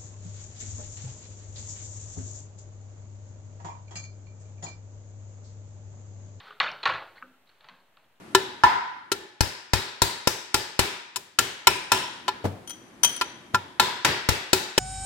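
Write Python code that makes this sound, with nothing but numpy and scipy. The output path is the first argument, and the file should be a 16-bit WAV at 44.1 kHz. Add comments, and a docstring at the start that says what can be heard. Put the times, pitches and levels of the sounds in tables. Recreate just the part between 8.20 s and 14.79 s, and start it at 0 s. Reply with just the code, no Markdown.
"""A mallet drives a steel drift into a cast-iron gear casing that lies on a plank in a hard-walled workshop.
Low noise starts louder with an earlier blow's tail; each blow chatters (shaped noise), rings the casing (decaying
modes) and pushes air, mostly to the left. The room answers with a diffuse field that decays band by band; light
touches bounce once. The shaft sings (resonant noise) most near 3.7 s; in a pause after it there is a rustle, the
casing bumps on the plank and the drift clinks back in, grating and ringing in its own modes; then blows resume."""
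import sys
import numpy as np
from scipy import signal
from scipy.fft import rfft, irfft
from scipy.io import wavfile

SR = 44100
rng = np.random.default_rng(int(sys.argv[2]) if len(sys.argv) > 2 else 0)


def master_out(mix):
    """Clip the mix to full scale and print it as 16-bit PCM to the path in sys.argv[1]."""
    frames = np.transpose(np.atleast_2d(mix))
    ceiling = np.clip(frames, -1, 1)
    pcm = np.round(ceiling * 32767).astype(np.int16)
    wavfile.write(sys.argv[1], SR, pcm)


N = 290619
SHORT, LONG = SR // 2, SR * 5 // 4  # buffer lengths in samples: 0.5 s and 1.25 s

# Level tables hold relative decibels; a density is the relative power per hertz of a noise spectrum.
# workshop's low noise: pitch_hz, density_db
WORKSHOP_NOISE = [(18, -30), (30, -30.5), (134, -14), (364, -8.5), (415, -19.5), (760, -19.5), (937, -20),
                  (1630, -23), (1760, -23), (5450, -36.5), (11100, -39.5), (16000, -59)]
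# louder stretches of the low noise, the fading tail of an earlier blow at the start, then a rustle
# in the pause: start_s, end_s, level_db
LOUDER_STRETCHES = [(0, 0.16, -47), (3.95, 5.495, -51)]
STRETCH_FADE_DB_PER_S, QUIET_DB = 24, -67

# mallet blows: start_s, crack_db, brightness_db, stressed_region_hz, main_ring_db, body_mode_db,
# slap_db, air_puff_db, room_share_db
BLOWS = [(0.1485, -14.5, -5.5, 3720, -18, -20, -37, -40, -22.5),
         (0.4355, -23, -13.5, 2040, -13, -38, -36, -32, -10.5),
         (1.2064, -20.5, -0.5, 5090, -29.5, -49, -28, -19.5, -16),
         (1.5337, -19.5, -3, 4730, -29, -43, -27.5, -20.5, -14),
         (1.8181, -17, 2, 4300, -24, -33, -27, -25.5, -16),
         (2.0724, -19, 2.5, 5440, -28, -41, -21.5, -36, -17),
         (2.3423, -17.5, 0.5, 5000, -29.5, -33, -37.5, -33.5, -18),
         (2.5914, -18, -1.5, 2420, -28, -33, -24.5, -26, -14.5),
         (3.1873, -17, -1.5, 3040, -32, -38, -83, -38.5, -18),
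         (3.47, -10.5, -1.5, 2450, -17.5, -33.5, -43, -33, -21.5),
         (3.7179, -17.5, -2.5, 3050, -22, -42, -41, -41, -14),
         (5.5972, -15.5, -5.5, 3770, -19, -68, -42, -52, -15),
         (5.8474, -17.5, -8.5, 1990, -27, -42, -51, -43, -11.5),
         (6.088, -20, -4.5, 2050, -31.5, -47, -25.5, -21, -13),
         (6.3305, -16.5, 0.5, 4000, -29.5, -26, -21.5, -46.5, -16),
         (6.5782, -18.5, -3, 3040, -29.5, -26, -23.5, -43, -16)]
# modes of the casing: pitch_hz, level_db, t60_s
CASING = [(382, 0, .11), (853, -5, .09), (945, 0, .035), (998, -2, .045), (1372, 0, .07), (1600, -9, .03),
          (1750, -10, .12), (2150, -9, .04), (2495, -7, .09), (2620, -5, .05), (3000, -1, .055),
          (3740, -3, .045), (4225, 0, .05), (4750, -5, .05), (5210, -3, .06), (5410, -3, .07),
          (6150, -6, .045), (7150, -5, .04), (7600, -4, .04), (8745, -6, .07), (11850, -11, .06)]
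BODY_TOP_HZ, RING_TOP_HZ, OVERTONE_TOP_HZ = 600, 1150, 1900
# dense upper modes of the casing: pitch_hz, density_db
CRACK = [(100, -27), (300, -8.5), (700, -7), (1200, -2.5), (2000, -2.5), (3300, -5.5), (4600, -1.5),
         (6200, -3.5), (7700, 0.5), (9300, -7.5), (12000, -6.5), (15500, -16.5)]
# room's answer to a crack: pitch_hz, density_db
ROOM = [(50, -12.5), (100, 2), (200, -1), (380, 1.5), (600, 1.5), (1100, 2), (1800, 5), (3200, 1.5),
        (4800, 1), (6400, -4.5), (7800, -3.5), (9500, -10.5), (15000, -18.5)]
# room's answer to the ring: pitch_hz, density_db
ROOM_RING = [(400, -61), (720, -13), (870, -3.5), (945, 1), (1005, 5), (1100, -14.5), (1380, -6),
             (1900, -12), (4000, -61)]
# casing modes that stand out in the room's wash: pitch_hz, level_db
LINGERING = [(380, 6), (855, 1.5), (1755, -0.5)]
# reverberation: pitch_hz, t60_s
ROOM_T60 = [(80, 0.39), (350, 0.53), (950, 0.77), (1400, 0.92), (3000, 0.82), (5500, 0.71), (9000, 0.5),
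            (15000, 0.32)]
# left minus right for direct sound: pitch_hz, difference_db
NEAR_LEAN = [(100, -14.5), (400, 2.5), (1000, -1), (2000, 1.5), (3300, 6), (4800, 11), (8000, 14.5),
             (15000, 14)]
# left minus right for room sound: pitch_hz, difference_db
ROOM_LEAN = [(100, 3.9), (300, 1), (1000, 1.1), (2500, 1.3), (4800, 7), (8000, 7.5), (15000, 5)]
# likeness of left and right noise: pitch_hz, correlation (no unit)
LIKENESS = [(100, 0.98), (500, 0.66), (1000, 0.14), (2000, 0), (4000, 0.085), (15000, 0.1)]
# modes of the loosened shaft: pitch_hz, level_db
SINGING = [(2500, 2), (2640, 3), (2960, -5), (3620, -5), (4220, -3), (5420, 5), (8790, -1)]
# light touches: start_s, crack_db, brightness_db, main_ring_db, body_mode_db, overtones_db
TOUCHES = [(0.9167, -24, -3.5, -36.5, -27, -30.5), (2.9591, -30.5, 3.5, -41, -52, -43),
           (4.08, -26, -14.5, -25, -40.5, -31.5), (5.0114, -25, -14, -29, -48, -29.5),
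           (5.3449, -26, -9, -24, -46, -20.5)]
# casing rocking on the plank: start_s, level_db
BUMPS = [(4.239, -29.5), (4.248, -26), (5.335, -33)]
# spectrum of the plank: pitch_hz, density_db
PLANK = [(50, -33), (90, -3.5), (170, -0.5), (300, -7.5), (700, -8.5), (1500, -23.5), (4000, -32),
         (14000, -44)]
# drift touching the casing: start_s, level_db, contact_s
CLINKS = [(4.473, -42, 0.0044), (4.494, -40, 0.0028), (4.505, -39.5, 0.0013), (4.8316, -17, 0.0046),
          (4.8454, -18.5, 0.0017), (4.962, -39, 0.0021), (5.015, -43, 0.0045)]
# modes of the drift when free of the hand: pitch_hz, level_db, t60_s
DRIFT = [(960, -6, .06), (1385, -8, .08), (3146, -2, .2), (3268, -3, .18), (5998, 4, .2), (6070, -7, .05),
         (6500, -11, .06), (9392, 4, .065), (9455, 0, .06), (9570, 0, .035), (13540, -9, .07),
         (13660, -8, .06)]

# all touches share their pitch, stressed region, clarity, room share and bounce
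TOUCH_PITCH_HZ, TOUCH_STRESS_HZ, TOUCH_CLARITY_DB = 1020, 3430, 1
TOUCH_ROOM_DB, BOUNCE_S, BOUNCE_LOSS_DB = -22.5, .0065, 6.5
USUAL_RING_DB, USUAL_SLAP_DB = -26, -36
# a stronger ring favours the higher of the main modes
RING_PITCH_HZ, PITCH_HZ_PER_DB = 949, 10
# overtones grow with the ring; a firmly seated blow, which slaps, damps them (factors in dB per dB)
OVERTONE_DB, OVERTONE_FOLLOWS, SEATING_DAMPS = -27, 0.74, 0.18
# the contact stresses one region, more so if sharper or with a stronger ring (factors in dB per dB)
STRESS_DB, STRESS_PER_BRIGHTNESS, STRESS_PER_RING = 7, 0.44, 0.31
# a stronger ring lets the clear upper modes stand out from the chatter (dB per dB)
CLARITY_PER_RING = 0.085
# the shaft works loose and sings most near this moment; its level is relative to the crack
LOOSE_S, SING_DB, SING_FALL_DB_PER_S = 3.68, -9.5, 51
LEFT_LEAD_S, CUTOFF_HZ = 3 / SR, 16000
HZ = np.arange(20, 16000, 10)  # pitches of a finely drawn spectrum
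KNOTS = np.arange(0, 16100, 80)  # pitches in Hz at which the upper modes ripple the spectrum


def from_db(db):
    """Decibel law: an amplitude ratio from a level."""
    return 10 ** (np.asarray(db) / 20)


def at_hz(points, hz):
    """Log-frequency interpolation: read a table at given pitches."""
    f, value = np.transpose(points)
    return np.interp(np.log(np.maximum(hz, 1)), np.log(f), value)


def lean(db):
    """Level panning: left and right gains of mean power 1 for a level difference."""
    gains = from_db(np.array([[.5], [-.5]]) * db)
    return gains / np.sqrt(np.mean(gains ** 2, axis=0))


def fade(t60, size):
    """Exponential damping: a fall of 60 dB in t60 seconds."""
    return from_db(-60 * np.arange(size) / SR / t60)


def contact(length_s, size):
    """Finite contact time: vibration builds up smoothly to full strength."""
    return np.sin(np.pi / 2 * np.minimum(np.arange(size) / SR / length_s, 1)) ** 2


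def level(x, db):
    """Root-mean-square scaling: set the level of a sound's first 27 ms."""
    return x * from_db(db) / np.sqrt(np.mean(x[:, :int(.027 * SR)] ** 2) + 1e-20)


def add(track, s, x):
    """Superposition: mix a sound in at time s."""
    i = round(s * SR)
    track[:, i:i + x.shape[1]] += x[:, :N - i]


def noise(spectrum, leaning, size, band=(20, 16000)):
    """Partial coherence: coloured stereo noise with rms 1 inside the band."""
    hz = np.fft.rfftfreq(size, 1 / SR)
    mid, side = rfft(rng.standard_normal((2, size)))
    alike = np.clip(at_hz(LIKENESS, hz), -1, 1)
    gain = from_db(at_hz(spectrum, hz)) * (hz > 20)
    gain = gain / np.sqrt(2 * np.mean(gain ** 2 * (hz > band[0]) * (hz < band[1])))
    stereo = np.sqrt(1 + alike) * mid + np.sqrt(1 - alike) * side * [[1], [-1]]
    return irfft(gain * lean(at_hz(leaning, hz)) * stereo, size)


def brighter(spectrum, bright_db):
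    """Contact sharpness: a sharper contact lifts the top of a spectrum."""
    lift = [(4000, 0.064), (8000, 0.94)]
    return [(hz, db + bright_db * at_hz(lift, hz)) for hz, db, *rest in spectrum]


def tinted(spectrum, extra_db):
    """Spectral product: finer detail laid over a short spectrum."""
    return np.column_stack([HZ, at_hz(spectrum, HZ) + extra_db])


def peaks(modes, width_hz):
    """Resonance curves: the summed power spectrum of a set of modes."""
    power = sum(from_db(db) ** 2 / (1 + ((HZ - hz) / width_hz) ** 2) ** 1.5 for hz, db, *rest in modes)
    return np.column_stack([HZ, 10 * np.log10(power)])


def ring(modes, contact_s, bright_db=0):
    """Modal superposition: decaying sines of varying strength, the upper ones out of step at the two sides."""
    t = np.arange(SHORT) / SR + [[LEFT_LEAD_S], [0]]
    out = 0
    for (hz, db), (_, _, t60) in zip(brighter(modes, bright_db), modes):
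        phase = rng.uniform(0, 2 * np.pi) + rng.normal(0, 1, (2, 1)) * min(hz / 5000, 1)
        gain = from_db(db + rng.normal(0, 2.5)) * lean(at_hz(NEAR_LEAN, hz))
        out = out + gain * np.sin(2 * np.pi * hz * t + phase) * fade(t60, SHORT)
    return out * contact(contact_s, SHORT)


def swing(hz, t60):
    """Damped oscillator: a decaying sine that starts from zero."""
    return np.sin(2 * np.pi * hz * np.arange(SHORT) / SR) * fade(t60, SHORT)


def reverberate(x, build_s):
    """Diffuse field: sound builds up, then dies band by band; decay gain is 1 at a tenth of a second."""
    hz, spectrum = np.fft.rfftfreq(LONG, 1 / SR), rfft(x)
    out = 0
    for k, (_, t60) in enumerate(ROOM_T60):
        # overlapping triangular bands that add up to one
        share = at_hz([(f, j == k) for j, (f, _) in enumerate(ROOM_T60)], hz)
        out = out + irfft(spectrum * share, LONG) * fade(t60, LONG) * from_db(6 / t60)
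    return out * contact(build_s, LONG)


def background():
    """Power addition: steady low noise is louder in an earlier blow's tail at the start and a later rustle."""
    t, gain = np.arange(N) / SR, from_db(QUIET_DB)
    for start_s, end_s, db in LOUDER_STRETCHES:
        away_s = abs(t - np.clip(t, start_s, end_s))
        gain = np.hypot(gain, from_db(db - STRETCH_FADE_DB_PER_S * away_s))
    return gain * noise(WORKSHOP_NOISE, ROOM_LEAN, 7 * SR)[:, :N]


def casing_modes(low, high):
    """Modal grouping: the casing's modes within a range of pitch."""
    return [mode for mode in CASING if low <= mode[0] < high]


def main_modes(pitch_hz, reach_hz=82.7):
    """Point excitation: the spot that is struck favours the main modes near one pitch."""
    return [(hz, db - 6 * abs(hz - pitch_hz) / reach_hz, t60)
            for hz, db, t60 in casing_modes(BODY_TOP_HZ, RING_TOP_HZ)]


def casing_ring(body_db, ring_db, over_db, pitch_hz):
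    """Modal radiation: the casing's body mode, main ring and overtones, each at its own level."""
    body = level(ring(casing_modes(0, BODY_TOP_HZ), contact_s=0.0027), body_db)
    main = level(ring(main_modes(pitch_hz), contact_s=0.0025), ring_db)
    over = level(ring(casing_modes(RING_TOP_HZ, OVERTONE_TOP_HZ), contact_s=0.00073), over_db)
    return body + main + over


def upper_colour(dense_modes, bright_db, ring_db, stress_hz, stress_octaves=0.2):
    """Modal density: many upper modes ripple the spectrum, partly alike each time; contact stresses a region."""
    knots_db = 2.2 * dense_modes + 2.4 * rng.standard_normal(len(KNOTS))
    ripple_db = np.interp(HZ, KNOTS, knots_db) * np.minimum(HZ / 3000, 1)
    stress_db = STRESS_DB + STRESS_PER_BRIGHTNESS * bright_db + STRESS_PER_RING * (ring_db - USUAL_RING_DB)
    region = np.exp(-(np.log2(HZ / stress_hz) / stress_octaves) ** 2)
    return ripple_db + max(stress_db, 0) * region


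def crack(crack_db, bright_db, colour_db=0, clarity_db=0,
          dense_db=-4.5, clear_db=-5.5, t60=0.029, rise_s=0.0013, hold_s=0.005):
    """Impact excitation: chattering contact drives a dense mass of short modes and a few clear ones."""
    t = np.arange(SHORT) / SR
    shape = contact(rise_s, SHORT) * from_db(-60 * np.maximum(t - hold_s, 0) / t60)
    spectrum = tinted(brighter(CRACK, bright_db), colour_db)
    dense = noise(spectrum, NEAR_LEAN, SHORT, band=(2000, 6000))
    clear = ring(casing_modes(OVERTONE_TOP_HZ, SR), contact_s=0.00064, bright_db=bright_db)
    chatter = dense * level(shape[None], crack_db + dense_db - clarity_db)
    return chatter + level(clear, crack_db + clear_db + clarity_db / 2)


def air_push(puff_db, slap_db):
    """Air displacement: the mallet's face squeezes out a slap, with a low throb of bench and plank."""
    puff = (swing(65, 0.13) + 0.93 * swing(97.7, 0.16)) * lean(27)
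    slap = -(swing(316, 0.013) + 1.22 * swing(518, 0.015)) * lean(29)
    return level(puff, puff_db) + level(slap, slap_db)


def room_answer(crack_db, bright_db, colour_db, ring_db, body_db, pitch_hz, room_db,
                linger_width_hz=34.0, wash_db=-1.95, spread_db=-2, steady_db=-6):
    """Reverberation: the room returns one share of crack and ring; main modes hang on, a few others linger."""
    wash_spectrum = tinted(brighter(ROOM, 1.07 * bright_db), 0.74 * colour_db)
    wash = from_db(crack_db + wash_db) * noise(wash_spectrum, ROOM_LEAN, LONG, band=(2000, 6000))
    hang = from_db(ring_db + spread_db) * noise(ROOM_RING, ROOM_LEAN, LONG, band=(750, 1500))
    t = np.arange(LONG) / SR
    tones = sum(from_db(db) * np.sin(2 * np.pi * (hz * t + rng.random((2, 1))))
                for hz, db, _ in main_modes(pitch_hz))
    steady = from_db(ring_db + steady_db) * tones / tones.std()
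    linger_gain = from_db(crack_db + room_db - 13.5) + from_db(body_db - 21.5)
    linger = linger_gain * noise(peaks(LINGERING, linger_width_hz), ROOM_LEAN, LONG)
    return reverberate(from_db(room_db) * (wash + hang + steady) + linger, build_s=0.013)


def singing_shaft(width_hz=28.0, t60=0.55):
    """Narrow-band resonance: the loosened shaft sings on after a blow."""
    return noise(peaks(SINGING, width_hz), ROOM_LEAN, LONG) * contact(.003, LONG) * fade(t60, LONG)


def mallet(dense_modes, left_db=-3.0):
    """Impact response: each blow joins casing ring, crack, push of air, room and singing shaft."""
    out = np.zeros((2, N))
    for s, crack_db, bright_db, stress_hz, ring_db, body_db, slap_db, puff_db, room_db in BLOWS:
        colour_db = upper_colour(dense_modes, bright_db, ring_db, stress_hz)
        stronger_db, firmer_db = ring_db - USUAL_RING_DB, slap_db - USUAL_SLAP_DB
        over_db = OVERTONE_DB + OVERTONE_FOLLOWS * stronger_db - SEATING_DAMPS * firmer_db
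        pitch_hz = RING_PITCH_HZ + PITCH_HZ_PER_DB * stronger_db
        sing_db = crack_db + SING_DB - SING_FALL_DB_PER_S * abs(s - LOOSE_S)
        add(out, s, casing_ring(body_db, ring_db, over_db, pitch_hz))
        add(out, s, crack(crack_db, bright_db, colour_db, CLARITY_PER_RING * stronger_db) * lean(left_db))
        add(out, s + 0.00096, air_push(puff_db, slap_db))
        add(out, s, room_answer(crack_db, bright_db, colour_db, ring_db, body_db, pitch_hz, room_db))
        add(out, s, from_db(sing_db) * singing_shaft())
    return out


def touches(dense_modes):
    """Rebound: a light touch pushes no air, stirs the room little and bounces once more."""
    out = np.zeros((2, N))
    for s, crack_db, bright_db, ring_db, body_db, over_db in TOUCHES:
        colour_db = upper_colour(dense_modes, bright_db, ring_db, TOUCH_STRESS_HZ)
        for delay_s, gain in (0, 1), (BOUNCE_S, from_db(-BOUNCE_LOSS_DB)):
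            casing = casing_ring(body_db, ring_db, over_db, TOUCH_PITCH_HZ)
            knock = casing + crack(crack_db, bright_db, colour_db, TOUCH_CLARITY_DB)
            add(out, s + delay_s, gain * knock)
        add(out, s, room_answer(crack_db, bright_db, colour_db, ring_db, body_db,
                                TOUCH_PITCH_HZ, TOUCH_ROOM_DB))
    return out


def plank_bumps(t60=0.079, throb_db=-6.0):
    """Heavy damping: dull wooden thuds die fast and set the bench throbbing."""
    out = np.zeros((2, N))
    for s, db in BUMPS:
        decay = fade(t60, LONG) + from_db(-18.0) * fade(0.63, LONG)  # a fast fall over a faint tail
        thud = noise(PLANK, ROOM_LEAN, LONG) * contact(0.0081, LONG) * decay
        throb = swing(96.3, 0.26) * contact(0.015, SHORT) * lean(4.4)
        add(out, s, level(thud, db))
        add(out, s, level(throb, db + throb_db))
    return out


def drift_clinks(width_hz=55.0, room_db=-21, grate_db=-7, bright_db=2.5, grip=0.76):
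    """Added damping: the steel rod grates on the rim and rings, shortened by grip; long modes feed the room."""
    out = np.zeros((2, N))
    held = [(hz, db, grip * t60) for hz, db, t60 in DRIFT]
    fed = [(hz, db + 20 * np.log10(t60)) for hz, db, t60 in DRIFT]
    for s, db, contact_s in CLINKS:
        rod = level(ring(held, contact_s, bright_db), db)
        grate = crack(db + grate_db, bright_db=-0.5) * contact(contact_s, SHORT)
        add(out, s, rod + grate)
        lingering = noise(peaks(fed, width_hz), ROOM_LEAN, LONG)
        wash = from_db(-4.5) * noise(ROOM, ROOM_LEAN, LONG)
        add(out, s, from_db(db + room_db) * reverberate(lingering + wash, build_s=0.014))
    return out


def scene():
    """Superposition: blows and touches share one casing; background, plank and drift join them."""
    dense_modes = rng.standard_normal(len(KNOTS))
    return background() + mallet(dense_modes) + touches(dense_modes) + plank_bumps() + drift_clinks()


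def record(dry):
    """Clipping and low-pass filtering: peaks beyond full scale overload, then the top is cut."""
    top_cut = signal.ellip(10, .1, 70, CUTOFF_HZ, fs=SR, output="sos")
    return signal.sosfilt(top_cut, np.clip(dry, -1, 1))


dry = scene()
out = record(dry)
master_out(out)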